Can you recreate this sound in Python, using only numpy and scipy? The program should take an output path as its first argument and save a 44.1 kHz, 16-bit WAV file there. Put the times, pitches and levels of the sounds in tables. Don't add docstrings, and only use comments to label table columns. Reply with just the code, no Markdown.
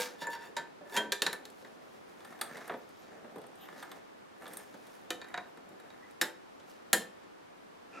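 import sys
import numpy as np
from scipy import signal
from scipy.fft import rfft, irfft, next_fast_len
from scipy.io import wavfile
from scipy.ndimage import map_coordinates

SR = 44100
rng = np.random.default_rng(int(sys.argv[2]) if len(sys.argv) > 2 else 0)


def to_wav(s):
    ch = np.atleast_2d(s).T
    pcm = np.round(np.clip(ch, -1, 1) * 32767)
    wavfile.write(sys.argv[1], SR, pcm.astype(np.int16))


def ratio_of_db(decibels):
    return 10 ** (np.asarray(decibels, float) / 20)


N = 352800

# (low edge [Hz], high edge [Hz])
BANDS_HZ = [(150, 700), (700, 2000), (2000, 6500), (6500, 16300)]


def unit(x):
    return x / np.sqrt(np.mean(x ** 2) + 1e-20)


def along(points, hz):
    point_hz, value = np.transpose(points)
    return np.interp(np.log(hz + 1), np.log(point_hz + 1), value)


def wobble(rate_hz, size=N):
    knots = rng.standard_normal(int(size * rate_hz / SR) + 4)
    return map_coordinates(knots, [np.arange(size) * rate_hz / SR])


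def filtered(x, response):
    m = next_fast_len(x.shape[-1] + SR // 2)
    spectrum = rfft(x, m) * response(np.fft.rfftfreq(m, 1 / SR))
    return irfft(spectrum, m)[..., :x.shape[-1]]


def band(x, edges_hz):
    return signal.sosfilt(signal.butter(3, edges_hz, "bandpass", fs=SR, output="sos"), x)


def resonances(peaks, hz, depth):
    total = 0
    for k, (center, width, db) in enumerate(peaks):
        peak = 1j * hz * width / (center * center - hz * hz + 1j * hz * width)
        total = total + (-1) ** k * ratio_of_db(depth * db) * peak
    return total


def hum():
    # (frequency [Hz], density [dB per Hz])
    spectrum_db = [(12, -26), (20, -21.5), (65, -21), (89, -10), (131, -11), (179, -2.5), (257, 1.5),
                   (478, 2.5), (911, -2), (1280, -5), (1890, -10.5), (10800, -31), (15100, -35.5),
                   (16400, -52.5)]
    # (frequency [Hz], correlation [-1 to 1])
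    likeness = [(60, 1), (180, -0.26), (550, -0.8), (1650, -0.12), (4970, 0.086), (15000, -0.027)]

    def response(hz):
        turn_rad = np.arccos(np.clip(along(likeness, hz), -1, 1)) / 2
        return ratio_of_db(along(spectrum_db, hz)) * [np.cos(turn_rad), np.sin(turn_rad)]

    mid, side = filtered(rng.standard_normal((2, N)), response)
    return ratio_of_db(-53 + 0.25 * wobble(2.3)) * unit(np.array([mid + side, mid - side]))


def room(x):
    # (frequency [Hz], t60 [s])
    decay_s = [(200, 0.55), (1000, .35), (4000, 0.28), (12000, 0.21)]
    # (frequency [Hz], level [dB])
    side_db = [(150, -15), (500, -10.5), (1500, -15), (4000, -11), (12000, 2.5)]
    out, step, delay = np.zeros((2, N + 2 * SR)), SR // 3, 150
    for start in range(0, N, step):
        hz, t, z = signal.stft(rng.standard_normal((2, SR // 2)), SR, nperseg=256)
        fade = ratio_of_db(-60 * t / along(decay_s, hz)[:, None])
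        tail = signal.istft(z * fade, SR, nperseg=256)[1]
        answer = signal.fftconvolve(x[None, start:start + step], tail / np.linalg.norm(tail[0]), axes=1)
        out[:, start + delay:][:, :answer.shape[1]] += answer
    mid, side = out[:, :N]
    side = filtered(side, lambda hz: ratio_of_db(along(side_db, hz)))
    return np.array([mid + side, mid - side])


def microphones(steel):
    # (frequency [Hz], left-right level [dB])
    lean_db = [(60, 7), (150, 1), (380, -1.5), (950, -1.0), (2380, 0), (5980, -2.5), (15000, 4)]
    # (frequency [Hz], phase by which left leads [rad])
    lead_rad = [(0, 0), (6630, 0.2), (7150, 0), (7750, 1.2), (9990, 0), (11900, 0.31), (14100, 0.72),
                (16200, 9)]

    def ports(hz):
        left = ratio_of_db(along(lean_db, hz) / 2) * np.exp(1j * along(lead_rad, hz) / 2)
        return np.array([left, 1 / left])

    return filtered(steel, ports)


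def squeaks():
    # (time [s], length [s], frequency [Hz], width [Hz], level [dB])
    bowings = [(2.498, .07, 13500, 60, -72), (2.76, .05, 13450, 60, -70), (2.95, 0.08, 11820, 60, -76),
               (3.573, 0.11, 13200, 50, -63), (3.572, 0.11, 3250, 1505, -60.5),
               (5.45, .07, 11800, 59.7, -78), (6.02, 0.045, 1950, 150, -58),
               (7.915, 0.136, 1340, 100, -53.5), (7.916, 0.091, 2550, 500, -56.5)]
    out, t = np.zeros(N + SR), np.arange(SR // 4) / SR
    for s, length_s, hz, width_hz, db in bowings:
        drift = wobble(width_hz, size=len(t)) + 1j * wobble(width_hz, size=len(t))
        bowed = (drift * np.exp(2j * np.pi * hz * t)).real
        swell = np.sin(np.pi * np.clip(t / length_s, 0, 1))
        out[round(s * SR):][:len(t)] += ratio_of_db(db) * swell * bowed
    return out[:N]


def rubbing(strokes, peaks, broad, depth):
    grit = rng.standard_normal(N) * ratio_of_db(2.5 * wobble(30) + 3 * wobble(400))
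    sound = filtered(grit, lambda hz: broad + resonances(peaks, hz, depth))
    bands = [unit(band(sound, edges)) for edges in BANDS_HZ]
    out, t = np.zeros(N), np.arange(N) / SR
    for rows in strokes:
        s, *levels_db = np.transpose(rows)
        touch = np.clip(np.minimum(t - s[0], s[-1] + .02 - t) / .02, 0, 1)
        for db, part in zip(levels_db, bands):
            out += touch * ratio_of_db(np.interp(t, s, db) - 7.5) * part
    return out


def hand_rubs():
    # (time [s], thud [dB], clank [dB], scratch [dB], fizz [dB])
    crash = [(0.0, -30, -36, -23.5, -33), (0.056, -56, -39, -37.5, -42), (0.07, -52, -39.5, -42, -49),
             (0.146, -62, -54, -59, -65), (0.16, -61, -54, -57, -70)]
    handling = [(1.3, -51.5, -49, -51, -70.5), (1.35, -52, -60, -73, -80), (1.42, -53, -67, -71.5, -72),
                (1.57, -57, -96, -62, -63), (1.77, -58, -69, -68, -71), (2.1, -57, -60, -65.5, -67),
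                (2.33, -55, -53, -63.5, -63), (2.45, -50.5, -46.5, -62, -62),
                (2.57, -43.5, -42.5, -51.5, -61), (2.64, -49, -42.5, -52.5, -58),
                (2.72, -62, -53, -63, -65), (2.79, -47, -80.5, -65, -70), (2.89, -74, -81, -64.5, -70),
                (3.12, -49, -52.5, -63, -72), (3.31, -51.5, -62, -84.5, -74.5), (3.45, -55, -68, -73, -83),
                (3.64, -55.5, -53, -65, -63), (3.8, -50, -51.5, -55, -61), (3.93, -51, -54, -63, -65),
                (4.04, -61, -62, -69, -76), (4.28, -66, -70, -88, -82.5), (4.46, -51, -48.5, -62, -60.5),
                (4.6, -54, -54, -57.5, -59), (4.77, -55, -67, -63.5, -66.5), (4.93, -76, -57, -60, -61.5),
                (5.12, -48, -73, -77, -75), (5.3, -57, -50, -74.5, -69), (5.47, -57, -63, -72, -76),
                (5.6, -53.5, -70, -83, -79.5), (5.84, -53, -56.5, -80, -72.5),
                (6.15, -69.5, -60, -66.5, -74)]
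    late = [
        [(6.62, -75, -75.5, -69, -84), (6.648, -53.5, -76, -78, -79.5), (6.696, -66, -61, -54.5, -56.5),
         (6.78, -69, -81, -68.5, -75.5)],
        [(7.88, -63, -68, -84, -79), (7.908, -58, -73, -73, -93), (7.942, -51, -45.5, -56.5, -84),
         (8.0, -46.5, -49.5, -57, -82)],
    ]
    # (frequency [Hz], width [Hz], level [dB])
    sheet = [(764, 29, 0), (964, 38, -1), (1760, 54, -2), (2390, 28, -7), (3810, 39, -8), (10300, 31, -14),
             (10500, 76, -13), (13400, 35, -16)]
    return rubbing([crash, handling, *late], sheet, broad=.7, depth=.3)


def lever_scrapes():
    # (time [s], thud [dB], clank [dB], scratch [dB], fizz [dB])
    lever = [(0.16, -55, -52, -61, -63), (0.198, -73, -51, -48, -54), (0.224, -53, -31.5, -34, -42),
             (0.29, -36, -45, -65, -72), (0.298, -49.5, -59, -54, -52), (0.338, -53, -35, -36.5, -45),
             (0.384, -54, -54, -60, -72), (0.438, -57, -37, -48, -54), (0.52, -50, -67, -74, -77)]
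    slide = [(0.84, -56, -57, -75, -76), (0.876, -53, -55.5, -67, -68), (0.898, -51, -50, -57, -55),
             (0.952, -36, -29.5, -38, -42), (0.965, -41, -27.5, -37, -43)]
    # (frequency [Hz], width [Hz], level [dB])
    sheet = [(427, 60, -6), (935, 35, 0), (1746, 35, 0), (2730, 80, -3), (3580, 110, -1), (4600, 50, 0),
             (5400, 80, -8), (6850, 80, -8)]
    return rubbing([lever, slide], sheet, broad=0.093, depth=1)


def knocks(contacts, modes, ring_db):
    dense_s = [0.27, 0.11, 0.041, 0.059]
    crack_s = [0.025, 0.00833, 0.0069, 0.036]
    out, t = np.zeros((2, N + 2 * SR)), np.arange(SR // 4) / SR
    hz, level_db, t60 = np.array(modes).T[:, :, None]
    home = np.searchsorted([hi for lo, hi in BANDS_HZ], hz)
    drives_db = np.array([[db + thud, db + clank, db, db + tick] for _, db, thud, clank, tick, _ in contacts])
    rise = 1 - np.exp(-t / np.array([[.0015], [.0012], [.0007], [.0005]]))
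    for (s, *_, length), drive_db in zip(contacts, drives_db):
        noise = rng.standard_normal((4, len(t)))
        crowd = np.array([unit(band(n, edges)) for n, edges in zip(noise, BANDS_HZ)])
        fade = ratio_of_db(-60 * t / (length * np.c_[dense_s])) + 0.74 * ratio_of_db(-60 * t / np.c_[crack_s])
        blow_db = (drive_db - drives_db.max(0))[home]
        swing = ratio_of_db(ring_db + level_db + blow_db + rng.normal(0, 1, hz.shape) - 60 * t / t60)
        steps = rng.standard_normal((len(hz), len(t) // 8 + 1))
        flex = .032 * np.cumsum(steps, axis=1).repeat(8, 1)[:, :len(t)]
        ring = swing * rise[home[:, 0]] * np.sin(2 * np.pi * hz * t + flex)
        here = SR + round(s * SR)
        out[0, here:][:len(t)] += (ratio_of_db(drive_db - 6)[:, None] * rise * fade * crowd).sum(0)
        out[1, here:][:len(t)] += ring.sum(0)
    return out[:, SR:SR + N]


def held_cover():
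    # (time [s], peak at 2-6 kHz [dB], thud [dB], clank [dB], tick [dB], crowd length factor [1])
    hold = [(2.2043, -51, -3, 5, -17, 0.53), (2.2472, -47.5, -2, 7, -7, 0.71),
            (2.323, -55, 6, 14, -14.5, 0.65), (2.3896, -52, 3, 8, -8, 0.65),
            (2.4123, -26, -11.5, 1.5, -5, 0.63), (2.57, -47, 1, 7, -6, 0.93),
            (2.6768, -50, 9, 13, 2.5, 0.55), (2.6951, -50.5, 22.5, 22, -20, 0.81),
            (2.7193, -56.5, 18, 23.5, -7.5, 0.42), (2.7383, -50, 18.5, 15.5, -18, 0.56),
            (2.889, -61.5, 1.5, 10, 0, 0.6), (3.2442, -63, 22, 20.5, -12.5, 0.56),
            (3.3102, -60, 1, -8, -11, 0.66), (3.358, -59.5, 24, 14.5, 0, 0.85),
            (3.382, -53.5, 17, 6, -4, 0.45), (3.4158, -55.5, 0, 4, -5.5, 0.6),
            (3.4396, -55, 11, 14, -12, 0.41), (3.4662, -63, 4, -5, 6.5, 0.31),
            (3.5544, -63, -4, -2, 2.5, 0.6), (3.6856, -53.5, 2, 21.5, -18, 0.3),
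            (3.7266, -49.5, 8, 9, -17, 0.28), (3.7607, -59, -11.5, 14, -12, 0.6),
            (3.8259, -45.5, -14, 10.5, -6, 1), (3.8891, -67, -6, 8.5, -10, 0.85),
            (3.915, -42.5, -8, 6.5, -10, 0.76), (4.4193, -59.5, 13, 17, -1, 0.97),
            (4.4548, -49.5, -3, 6, -19, 1), (4.4655, -43, -25, 3, -21, 0.46),
            (4.4775, -46.5, 2.5, 4, -4, 0.76), (4.5337, -50.5, 3, 5, 4, 0.65),
            (4.57, -44.5, -20, 6, 9.5, 0.24), (4.5987, -55.5, -5, 13, -14, 0.7),
            (4.7406, -55.5, 14, 10.5, -13.5, 0.57), (4.8675, -59, 8.5, -9, -5, 1)]
    # (frequency [Hz], level [dB], t60 [s])
    gripped = [(325, -8, .12), (1733, 0, .1), (3413, -1, .09), (4603, -7, .1), (8123, -5, .05)]
    # (frequency [Hz], width [Hz], level [dB])
    edge = [(620, 980, -11), (1280, 230, 6), (3620, 430, 10), (8600, 300, 17), (11840, 1100, 4.5)]
    crowd, ring = knocks(hold, gripped, ring_db=-40)
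    return ring + filtered(crowd, lambda hz: .5 + resonances(edge, hz, depth=0.82))


def case_and_cover():
    # (time [s], peak at 2-6 kHz [dB], thud [dB], clank [dB], tick [dB], crowd length factor [1])
    first = [(-.012, -32, -12, -6, 3, 2.7)]
    pry = [(0.2175, -41, 0, 0.5, -17, 2.6), (0.2688, -53, 5, 20, 7, 0.57), (0.33, -46, -17, 4.5, -22, 1.2),
           (0.3502, -49, -12, 10.5, -29, 1.01), (0.4199, -53, -13.5, 2, -17, 1.7),
           (0.5661, -29, -9.5, -2.5, -15.5, 1.63), (0.8097, -66.5, 23, 8.5, -17, 1.1)]
    catch = [(0.8959, -52, 2, 4, -9, 0.83), (0.9646, -23.5, -19, -5, -11, 1.1)]
    lift = [(0.9718, -26.5, -3, -0.5, -11, 1.67)]
    drop = [(1.1201, -18.5, -28, -12.5, -11.5, 1)]
    rattle = [(1.2193, -16.5, -14, -9.5, -11, 0.75), (1.264, -18.5, -15, -3, -16, 0.76),
              (1.3284, -31, -9, -0.5, -5, 0.7), (1.4525, -38, -13, -10, -9.5, 0.62),
              (1.5007, -50.5, -7, -17, -5, 0.55), (1.6242, -54, 5.5, -11, -14, 0.56),
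              (1.647, -53, 9, 8, -20, 0.73)]
    snap = [(5.104, -22.5, -17, -4, -11.5, 0.57)]
    shift = [(5.2149, -41, -8, 5, -17.5, 0.52), (5.2435, -49, -3, 8, -19, 0.55),
             (5.2844, -57, -6, 13, -1, 0.6), (5.3409, -36.5, -2.5, 10, -26.5, 0.66),
             (5.3755, -37.5, 0.5, 11.5, -20, 0.58), (5.572, -59, 14, 12, -3, 0.6),
             (5.6894, -62, -3, 0, 2.5, 0.6), (5.799, -55, 0, 7, -4, 0.6), (5.902, -52, -2, -1, -20.5, 0.6),
             (6.1086, -61.5, -9.5, -6.5, 4, 0.6)]
    tap = [(6.2128, -17, -13.5, -3, -7.5, 1), (6.5978, -53.5, -0.5, -7, -19, 1.3)]
    blow = [(6.93, -14.5, -10, -3.5, -1, 0.95), (7.2345, -57.5, 5, -1.5, -18, 1.07)]
    # (frequency [Hz], level [dB], t60 [s])
    shut = [(490, 0, .16), (915, -9, .28), (1610, -8, .25), (2304, -9, .17), (2762, -18, .15),
            (4000, -14, .08)]
    seated = [(291, -18, .25), (581, -9, .2), (931, 0, .19), (1540, -14, .23), (1755, -6, .22),
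              (2482, -24, .2), (3208, -18, .15), (4608, -18, .18), (7200, -6, .04)]
    loose = [(215, -15, .22), (425, -13, .2), (651, -20, .28), (958, 0, .12), (1545, -7, .26),
             (1771, -14, .28), (2400, -16, .1), (3198, -3, .17), (5206, -22, .12), (6900, -17, .12),
             (10060, -24, .1)]
    swinging = [(409, -8, .16), (506, -10, .25), (964, -12, .3), (1610, -1, .12), (1771, -9, .2),
                (2374, -11, .13), (3612, -1, .06), (6815, -18, .12)]
    bouncing = [(415, -5, .12), (510, -5, .15), (974, -10, .22), (1642, -10, .2), (1760, 2, .16),
                (2552, -10, .08), (3219, -8, .1), (3800, -3, .04), (5313, -14, .11), (7300, -8, .04)]
    upright = [(339, -2, .2), (506, -3, .22), (721, -5, .2), (1265, -8, .15), (1782, -4, .13),
               (2400, -6, .1), (3036, -6, .15), (3822, -7, .08)]
    leaning = [(721, -3, .16), (960, -4, .14), (1782, 0, .12), (2400, -7, .09), (3822, -1, .06),
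               (4500, -9, .05)]
    wall = [(339, -9, .22), (506, -16, .28), (888, -13, .28), (1567, -16, .28), (1782, 0, .18),
            (3149, -19, .25), (3531, -16, .2), (3828, -12, .13), (5308, -10, .16), (8070, -9, .1)]
    case = [(213, -17, .22), (334, -8, .2), (506, -13, .28), (1785, -1, .17), (3122, -14, .26),
            (3235, -13, .28), (4161, -14, .13), (5340, -18, .25), (7569, -19, .17), (8172, -14, .15),
            (10000, -11, .15), (11280, 0, .09), (13460, -22, .17)]
    # (frequency [Hz], width [Hz], level [dB])
    box = [(500, 300, -8.5), (965, 89, 2.5), (1640, 430, -1.5), (3850, 600, 9), (7280, 1220, 1.5),
           (10900, 2660, 5.5)]
    hits = knocks(first, shut, ring_db=-25.5)
    hits += knocks(pry, seated, ring_db=-32.5)
    hits += knocks(catch, seated, ring_db=-48)
    hits += knocks(lift, loose, ring_db=-24)
    hits += knocks(drop, swinging, ring_db=-28)
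    hits += knocks(rattle, bouncing, ring_db=-32.5)
    hits += knocks(snap, upright, ring_db=-36.5)
    hits += knocks(shift, leaning, ring_db=-39)
    hits += knocks(tap, wall, ring_db=-29)
    hits += knocks(blow, case, ring_db=-25.5)
    crowd, ring = hits
    return ring + filtered(crowd, lambda hz: .5 + resonances(box, hz, depth=0.92))


def scene():
    steel = squeaks() + hand_rubs() + lever_scrapes() + held_cover() + case_and_cover()
    steel = band(steel, (150, 14800))
    return hum() + ratio_of_db(-9.5) * room(steel) + microphones(steel)


def top_cut(x):
    return signal.sosfilt(signal.butter(12, 16580, fs=SR, output="sos"), x)


def record(dry):
    mix = filtered(dry, lambda hz: hz < 16500)
    return top_cut(mix)


dry = scene()
out = record(dry)
to_wav(out)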